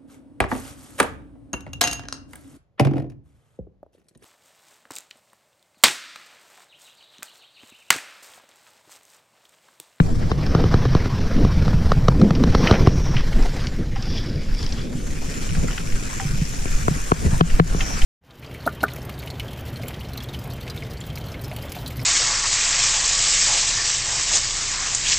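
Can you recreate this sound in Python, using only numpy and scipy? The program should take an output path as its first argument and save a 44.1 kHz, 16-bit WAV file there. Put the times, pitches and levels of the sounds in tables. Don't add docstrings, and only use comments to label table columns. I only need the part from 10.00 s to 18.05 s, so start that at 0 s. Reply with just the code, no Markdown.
import sys
import numpy as np
from scipy import signal
from scipy.fft import rfft, irfft, next_fast_len
from scipy.io import wavfile
from scipy.ndimage import uniform_filter1d, minimum_filter1d, map_coordinates

SR = 44100
rng = np.random.default_rng(int(sys.argv[2]) if len(sys.argv) > 2 else 0)


def file_out(sig):
    cols = np.atleast_2d(sig).T
    lim = np.clip(cols, -1, 1)
    pcm = np.round(lim * 32767).astype(np.int16)
    wavfile.write(sys.argv[1], SR, pcm)


N = 355005

# (t/s, strength/dB)
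WIND = [(0, -24.5), (.55, -22.5), (1.15, -23.5), (1.7, -22), (2.7, -25), (3.05, -26), (3.55, -29.5),
        (4.3, -34), (4.65, -33), (5.6, -33.5), (6.6, -38.5), (7.3, -33.5), (8.05, -33.5)]
REFERENCE_WIND_DB = -30
# (t/s, width 0-1, where 0 is mono)
WIDTH = [(0, 0.99), (.4, 0.22), (.8, 0.06), (1.15, 0), (4.25, 0), (4.5, 0.37), (5, 0.62), (5.5, 0.85),
         (8.05, 0.87)]


def amp(db):
    return 10 ** (np.asarray(db) / 20)


def unit(x):
    return x / np.sqrt(np.mean(x ** 2) + 1e-20)


def along(points, hz):
    f, v = np.transpose(points)
    return np.interp(np.log(hz + 1), np.log(f + 1), v)


def curves(rows):
    s, *columns = np.transpose(rows)
    return [np.interp(np.arange(N) / SR, s, column) for column in columns]


def wobble(rate):
    knots = rng.standard_normal(int(N * rate / SR) + 4)
    return map_coordinates(knots, [np.arange(N) * rate / SR])


def filtered(x, response):
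    n = x.shape[-1]
    padded = next_fast_len(n + 8192, real=True)
    spectrum = rfft(x, padded) * response(np.fft.rfftfreq(padded, 1 / SR))
    return irfft(spectrum, padded)[..., :n]


def resonate(x, modes):
    def response(f):
        total = 0
        for k, (centre, width, db) in enumerate(modes):
            damping = 1j * f * width
            total = total + (-1) ** k * amp(db) * damping / (centre * centre - f * f + damping)
        return total
    return filtered(x, response)


def fade(t, t60):
    return np.exp(-np.log(1000) * t / t60)


def swell(s, length):
    return .5 ** ((2 * (np.arange(N) / SR - s) / length) ** 2)


def band(f, hz, octaves):
    return np.exp(-.5 * (np.log2((f + 1) / hz) / octaves) ** 2)


def add(track, s, sound):
    start = round(s * SR)
    sound = sound[..., max(0, -start):]
    part = track[..., max(0, start):][..., :sound.shape[-1]]
    part += sound[..., :part.shape[-1]]


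def noise():
    return rng.standard_normal((2, N))


def contacts(rate, scatter_db, bed_db):
    size = amp(scatter_db * np.minimum(rng.standard_exponential(N), 4))
    impacts = (rng.random(N) < rate / SR) * size * noise()
    return unit(impacts) + amp(bed_db) * noise()


def patchy(x, depth_db):
    z = signal.stft(x, nperseg=512)[2]
    field = uniform_filter1d(rng.standard_normal(z.shape[1:]), size=5, axis=0)
    field = uniform_filter1d(field, size=7, axis=1)
    return signal.istft(z * amp(depth_db * unit(field)), nperseg=512)[1][:, :N]


def spread(pair, spectrum):
    # (f/Hz, correlation -1 to 1)
    likeness = [(30, 0.99), (110, 0.44), (380, 0.41), (700, -0.68), (1280, -0.41), (2300, 0.3), (3600, 1),
                (5400, 0.3), (8500, -0.53), (15000, -0.2)]

    def response(hz):
        angle = np.arccos(np.clip(along(likeness, hz), -1, 1)) / 2
        return amp(along(spectrum, hz)) * np.array([np.ones_like(hz), np.tan(angle)])

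    mid, side = filtered(pair, response)
    return np.array([mid + side, mid - side]) / mid.std()


def roughness():
    # (t/s, length/s, rise of the rumble/dB)
    ruts = [(0.576, 0.16, 11), (1.4, 0.13, 9), (2.23, 0.12, 17), (2.406, 0.16, 9.5), (2.72, 0.33, 14),
            (3.382, 0.074, 13), (3.804, 0.059, 8.5), (4.302, 0.16, 6), (4.87, 0.15, 6), (5.298, 0.86, 1.5),
            (5.646, 0.032, 10), (7.262, 0.057, 13.5)]
    return sum(db * swell(s, length) for s, length, db in ruts)


def tyres():
    # (t/s, load level/dB)
    load = [(0, -50.5), (.12, -49), (.5, -41), (.78, -41), (1.45, -42), (2.15, -46), (2.45, -43),
            (2.7, -34.5), (2.95, -42), (3.6, -41), (3.83, -49), (4.17, -41.5), (4.45, -47), (4.65, -43),
            (4.92, -47.5), (5.45, -43.5), (7.7, -41), (8.05, -37.5)]
    # (t/s, hiss level/dB)
    dust_hiss = [(0, -51.5), (.6, -59.5), (2.2, -56), (3.2, -56), (3.45, -49), (3.85, -57), (4.4, -57.5),
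                 (4.63, -50), (4.9, -51.5), (4.95, -46), (5.4, -42), (7.3, -39), (7.7, -42.5),
                 (7.97, -38.5)]
    # (f/Hz, level per Hz/dB)
    crunch_spectrum = [(200, 0), (450, 1.5), (750, -1), (1050, -3.5), (1350, -7), (1800, -11), (3500, -50)]
    gravel_spectrum = [(800, -8), (1450, 3.5), (1850, 4), (2350, 3), (2700, -1), (3050, 0), (3700, -7.5),
                       (6000, -25)]
    grit_spectrum = [(2200, -48), (3400, -1.5), (4400, 1.5), (5500, 3), (6100, -3), (6900, -19),
                     (8500, -112)]
    dust_spectrum = [(4500, -13), (6200, 1), (7300, 2), (8300, -5.5), (9700, -7), (11300, -15.5),
                     (13700, -15.5), (15500, -35)]
    (load_db,), (wind_db,), (dust_db,) = curves(load), curves(WIND), curves(dust_hiss)
    wind_rise = wind_db - REFERENCE_WIND_DB
    crunch_db = load_db + 0.5 + 0.95 * wind_rise + 0.078 * roughness()
    gravel_db = load_db + 0.5
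    grit_db = load_db - 3 + 0.15 * wind_rise
    flutter = 0.68 * wobble(25) + 1.75 * wobble(90)

    coarse = patchy(contacts(rate=350, scatter_db=2.5, bed_db=7), depth_db=3.5)
    crunch = amp(crunch_db + 1.32 * flutter) * spread(coarse, crunch_spectrum)
    medium = patchy(contacts(rate=300, scatter_db=1.5, bed_db=12.0), depth_db=2.5)
    gravel = amp(gravel_db + 0.95 * flutter) * spread(medium, gravel_spectrum)
    fine = patchy(contacts(rate=1500, scatter_db=8.5, bed_db=12.0), depth_db=2.0)
    grit = amp(grit_db + 1.0 * flutter) * spread(fine, grit_spectrum)
    finest = patchy(contacts(rate=2100, scatter_db=14.0, bed_db=9.5), depth_db=2.5)
    dust = amp(dust_db + 0.61 * flutter) * spread(finest, dust_spectrum)
    return crunch + gravel + grit + dust


def scrub():
    # (t/s at the peak, length/s, spray level/dB)
    skids = [(.85, 0.46, -51), (2.684, 0.31, -42), (3.047, 0.23, -42.5), (4.146, 0.18, -50),
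             (7.896, 0.18, -37)]
    # (t/s at the peak, length/s, level/dB, centre of the excited band f/Hz)
    rasps = [(3.21, 0.042, -41, 3250), (4.126, 0.17, -37, 4970), (4.167, 0.12, -40, 3400),
             (4.343, .2, -45, 4400), (4.588, .2, -42, 5450), (4.75, .26, -46, 3820)]
    # (f/Hz, width/Hz, relative level/dB)
    rasp_modes = [(3330, 80, 12), (3540, 70, 10), (3890, 80, 6), (4780, 90, 14), (5170, 70, 8),
                  (5330, 100, 12.5), (5600, 160, 6), (6900, 600, -7)]
    # (f/Hz, relative level per Hz/dB)
    spray_spectrum = [(4300, -29), (5200, -5), (5600, 8.5), (6050, 1), (6600, -7), (7800, -50)]
    spray_gain = sum(amp(db) * swell(s, length) for s, length, db in skids)
    spray = spray_gain * spread(noise(), spray_spectrum)
    chatter = resonate(contacts(rate=360, scatter_db=3, bed_db=-2), rasp_modes)
    rasp = np.zeros((2, N))
    for s, length, db, hz in rasps:
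        slip = filtered(chatter, lambda f: band(f, hz, octaves=0.32) + .15)
        rasp += amp(db) * swell(s, length) * unit(slip)
    return amp(1.1 * wobble(40)) * (rasp + spray)


def rubble():
    # (t/s, length/s, level/dB)
    shoves = [(2.551, .012, -27), (2.665, 0.018, -29), (2.688, .025, -34), (2.745, 0.04, -23),
              (2.869, .012, -27)]
    # (f/Hz, relative level per Hz/dB)
    clatter_spectrum = [(120, -4), (280, 3), (550, 11), (1200, -3), (2000, 1), (2600, -5), (3400, -12),
                        (6000, -48)]
    gain = sum(amp(db) * swell(s, length) for s, length, db in shoves)
    return gain * spread(contacts(rate=800, scatter_db=2.5, bed_db=-10), clatter_spectrum)


def freehub():
    # (t/s, click rate f/Hz, level/dB)
    pawls = [(0, 135, -90), (4.8, 135, -62), (5.3, 145, -41.5), (5.7, 104, -42.5), (6.35, 106, -39.5),
             (6.7, 83, -39.5), (7, 99, -45.5), (7.7, 92, -45), (8.05, 165, -45)]
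    # (f/Hz, width/Hz, relative level/dB)
    hub_modes = [(2440, 320, 13), (5650, 470, 10), (7200, 230, -19), (9800, 1200, -19)]
    rate, level_db = curves(pawls)
    teeth = np.floor(np.cumsum(rate * (1 + 0.0056 * wobble(5.1))) / SR)
    clicks = np.diff(teeth, prepend=0) * amp(1.9 * wobble(90))
    burst_s = .002
    bursts = signal.lfilter([1], [1, -np.exp(-1 / (SR * burst_s))], clicks) * noise()
    return amp(level_db) * unit(resonate(bursts, hub_modes))


def stones():
    # (t/s, strength/dB, centre of the clack f/Hz, t60 of the graze/s)
    strikes = [(0.712, -23, 900, .02), (2.35, -22, 3800, 0.031), (2.648, -25, 1130, 0.034),
               (2.6715, -3, 2400, .022), (2.724, -14, 1500, 0.015), (2.736, -22, 1900, .02),
               (2.744, -21, 1750, .016), (2.752, -17, 1700, .02), (3.1645, -12, 2380, 0.034),
               (3.178, -22, 3200, .07), (3.194, -22, 1800, 0.043), (3.326, -25, 1690, .022),
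               (3.425, -23.5, 4890, 0.018), (3.669, -15, 4800, 0.018), (3.958, -22, 800, .03),
               (3.965, -28, 2000, .02), (4.024, -21.5, 5000, 0.016), (4.179, -23, 3940, .022),
               (4.547, -26, 4900, 0.018), (4.627, -22, 5040, 0.016), (4.663, -18.5, 4930, .015),
               (4.723, -20.5, 5000, 0.023), (5.339, -24, 4300, .012), (5.49, -24, 2800, .014),
               (5.5502, -21.5, 1750, .012), (5.681, -22.5, 1450, .018), (5.704, -24, 1500, .016),
               (5.71, -22, 3000, .014), (5.728, -27, 2500, 0.011), (5.777, -17, 1650, .022),
               (5.779, -19, 3000, .018), (5.922, -24, 2400, .016), (6.1985, -16, 1300, 0.0061),
               (7.494, -21.5, 2100, 0.099), (7.805, -13, 2500, 0.041), (8.016, -16.5, 2500, 0.032)]
    # (f/Hz, width/Hz, relative level/dB)
    frame_modes = [(775, 12, 15), (1190, 410, -0.5), (1420, 65, 5), (1750, 300, 2), (2190, 630, 2.5),
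                   (2870, 410, 3), (3180, 170, 6), (4230, 2000, -5.5), (5550, 1000, 0)]
    out, t = np.zeros((2, N)), np.arange(SR // 5) / SR
    for s, db, hz, t60 in strikes:
        attack = 1 - np.exp(-t / (0.03 * t60))
        decay = fade(t, t60) + 0.07 * fade(t, 9 * t60)
        graze = rng.standard_normal((2, len(t))) * attack * decay
        contact = filtered(graze, lambda f: band(f, hz, octaves=0.49) + 0.16)
        mid, side = resonate(contact, frame_modes) * [[1], [.55]]
        add(out, s, amp(db - 2.0) * np.array([mid + side, mid - side]) / np.abs(mid).max())
    return out


def knocks():
    # (t/s, blow level/dB, hardness/dB per octave,
    # crack energy/dB re blow, sway level/dB re blow, rebound delay t/s, rebound strength 0-1)
    blows = [(0, -6.5, -0.5, 11.5, 8.5, 0.00193, 0), (0.315, -8.5, -1, 4.5, -20, 0.0027, 0.36),
             (0.5482, -5.5, -1.5, 1, -4, 0.0025, 0.33), (0.6386, -10.5, -1.5, 4, -4, 0.0024, 0.3),
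             (0.74, -4.5, -2.5, 1.5, -10, 0.0024, 0.4), (0.8523, -9, -2, -1, -18, 0.0026, 0.53),
             (.949, -4.5, -3, -0.5, 0, 0.0028, 0.37), (1.057, -14, -2.8, 0, -15, 0.0024, .3),
             (1.448, -8, -2.5, -0.5, -14, 0.0018, 0.24), (1.679, -10, -1.2, -1, 2, 0.0014, 0.54),
             (1.9174, -5, 2, 4, -23, 0.0016, 0.73), (2.0821, -1, 0.2, 4, -7, 0.0017, 0.9),
             (2.214, -12, -0.5, 7, 11, 0.0015, 0.6), (2.306, -9.5, -1.2, 6, 10.5, .0015, 0.66),
             (2.4367, -9, -1.9, 8.5, 3, 0.002, .3), (2.5483, -5, -1.1, 6, -12, 0.0038, .3),
             (2.7102, -1, -2, 5.5, -3, 0.00243, 0.46), (2.871, 0.5, -3.5, -4, -10, 0.0027, 0.56),
             (6.654, -17.5, 0, 3, -15, 0.0029, 0.2), (6.8803, -4.5, 3, 0, -3, 0.0029, 0.44),
             (7.1177, 5.5, 2, -2, -8, 0.0028, 0.32), (7.4084, 10, 1.5, 4.5, 4, 0.0028, 0.35),
             (7.5971, 14, 2.5, 4.5, 1, 0.0027, 0.1), (7.7456, -13.5, -1.5, -2, -2, 0.0025, 0.23)]
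    # (f/Hz, relative level per Hz/dB)
    thud_spectrum = [(20, -20), (45, -8), (120, 2), (200, 0), (320, -7.5), (470, -6), (580, -13),
                     (750, -13), (850, -18.5), (1020, -11.5), (1280, -12), (1800, -30.5), (3000, -48),
                     (6000, -69)]
    # (f/Hz, relative level per Hz/dB)
    crack_spectrum = [(200, -23), (800, 1.5), (1700, 5), (2200, -4.5), (2750, -2), (3050, 2.5),
                      (3500, -3.5), (4000, 4.5), (4900, -4.5), (5900, -3), (6700, -15.5), (10000, -20),
                      (15000, -29)]
    lead = .01
    out, early = np.zeros((2, N)), np.arange(SR // 5) / SR - lead
    t, f = np.maximum(early, 0), np.fft.rfftfreq(len(early), 1 / SR)
    delay_s, ref_hz, dispersion = .0021, 1000, .65
    power = 1 - dispersion
    travel = np.exp(-2j * np.pi * (lead * f + delay_s * ref_hz * (f / ref_hz) ** power / power))
    octaves = np.log2(np.clip(f, 100, 2000) / 300)
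    bands = np.geomspace(150, 3000, 14)
    for s, db, hardness, crack_db, sway_db, rebound_s, rebound_share in blows:
        width = np.interp(s, *np.transpose(WIDTH))
        top_hz = 9000 * (1 - 0.62 * width)
        spot_db = np.interp(f, bands, rng.standard_normal(len(bands)))
        rebound = 1 + rebound_share * np.exp(-2j * np.pi * f * rebound_s)
        thud = irfft(amp(along(thud_spectrum, f) + hardness * octaves + spot_db) * travel * rebound)
        sway = np.sin(2 * np.pi * 165 * t) * (1 - np.exp(-t / 0.0067)) ** 2 * fade(t, 0.085)
        snap = rng.standard_normal(len(t)) * (1 - np.exp(-t / 0.00095)) ** 2 * fade(t, 0.016)
        crack = filtered(snap, lambda hz: amp(along(crack_spectrum, hz)) / (1 + (hz / top_hz) ** 6))
        crack = crack / np.linalg.norm(crack)
        hit = amp(db) * (thud / np.abs(thud).max() + amp(sway_db) * sway + amp(crack_db) * crack)
        add(out[0], s - lead, hit)
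        add(out[1], s - lead + .00046 * width, amp(-3.0 * width) * hit)
    return out


def thumps():
    # (t/s, strength/dB, sway f/Hz, t60/s)
    bumps = [(0.771, -11.5, 150, 0.045), (2.222, -12.5, 207, 0.21), (2.728, -11, 190, .04),
             (2.956, -11.5, 149, 0.061), (3.157, -13, 125, 0.081), (6.252, -18, 141, 0.09),
             (6.333, -19, 141, 0.074), (6.417, -12.5, 153, .064), (6.912, -12, 149, 0.071),
             (7.329, -12, 136, 0.063)]
    out, t = np.zeros(N), np.arange(SR // 4) / SR
    for s, db, hz, t60 in bumps:
        sway = np.sin(2 * np.pi * hz * t) * (1 - np.exp(-t / 0.0022)) * fade(t, t60)
        add(out, s, amp(db + 7.5) * sway)
    return out


def wind():
    # (t/s, length/s, rise of the eddies/dB, rise of the buffeting/dB)
    gusts = [(1.912, 0.84, 5, 3.5), (2.527, 0.18, 2.5, 4), (2.808, 0.045, 10.5, 5.5),
             (2.997, 0.079, 8.5, 10), (3.367, 0.26, 9.5, -1), (3.762, 0.12, 5.5, 1), (4.21, 0.24, 6.5, 6.5),
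             (4.532, 0.05, 12, -3), (5.589, 0.14, 3, 12), (5.96, 0.1, 9.5, 6), (6.36, 0.13, 7.5, 11),
             (6.79, 0.34, 10.5, 8), (6.905, 0.08, -8, 4.5), (7.272, 0.09, 1, 13), (7.604, 0.48, 11.5, 5),
             (8.045, 0.054, 16, 4.5)]
    # (f/Hz, level per Hz/dB)
    eddy_spectrum = [(8, 3.5), (22, 5), (40, -2), (58, -12), (90, -35), (200, -64)]
    buffet_spectrum = [(35, -14), (60, 5), (95, 1.5), (135, 2), (180, -3), (300, -30), (900, -87)]
    rumble_spectrum = [(90, -33), (150, -0.5), (185, -2.5), (240, 0), (320, -6.5), (400, -10), (490, -10.5),
                       (700, -25.5), (2000, -71)]
    wind_db, = curves(WIND)
    wind_rise = wind_db - REFERENCE_WIND_DB
    eddy_db = -25 + 0.4 * wind_rise + sum(db * swell(s, length) for s, length, db, _ in gusts)
    buffet_db = wind_db + sum(db * swell(s, length) for s, length, _, db in gusts)
    rumble_db = -35.5 + 0.48 * wind_rise + roughness()
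    shake = wobble(45)
    eddies = amp(eddy_db + 1.26 * wobble(8.4)) * spread(noise(), eddy_spectrum)
    buffet = amp(buffet_db + 2.97 * shake + 1.2 * wobble(35)) * spread(noise(), buffet_spectrum)
    rumble = amp(rumble_db + 1.47 * shake) * spread(patchy(noise(), depth_db=2), rumble_spectrum)
    return eddies + buffet + rumble


def scene():
    bike = tyres() + scrub() + freehub() + stones() + rubble()
    left, right = wind() + thumps() + bike * amp([[.8], [-.8]])
    width = np.clip(curves(WIDTH)[0], 0, 1)
    mid, side = (left + right) / 2, width * (left - right) / 2
    return np.array([mid + side, mid - side]) + knocks()


def record(dry):
    ceiling, release_s, top_hz = .92, 0.047, 15200
    over_db = 20 * np.log10(np.maximum(np.abs(dry).max(axis=0) / ceiling, 1))
    clock = np.arange(N) / SR / release_s
    duck_db = np.exp(np.maximum.accumulate(np.log(over_db + 1e-9) + clock) - clock)
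    gain = uniform_filter1d(minimum_filter1d(amp(-duck_db), size=89), size=89)
    return filtered(dry * gain, lambda hz: hz < top_hz)


dry = scene()
out = record(dry)
file_out(out)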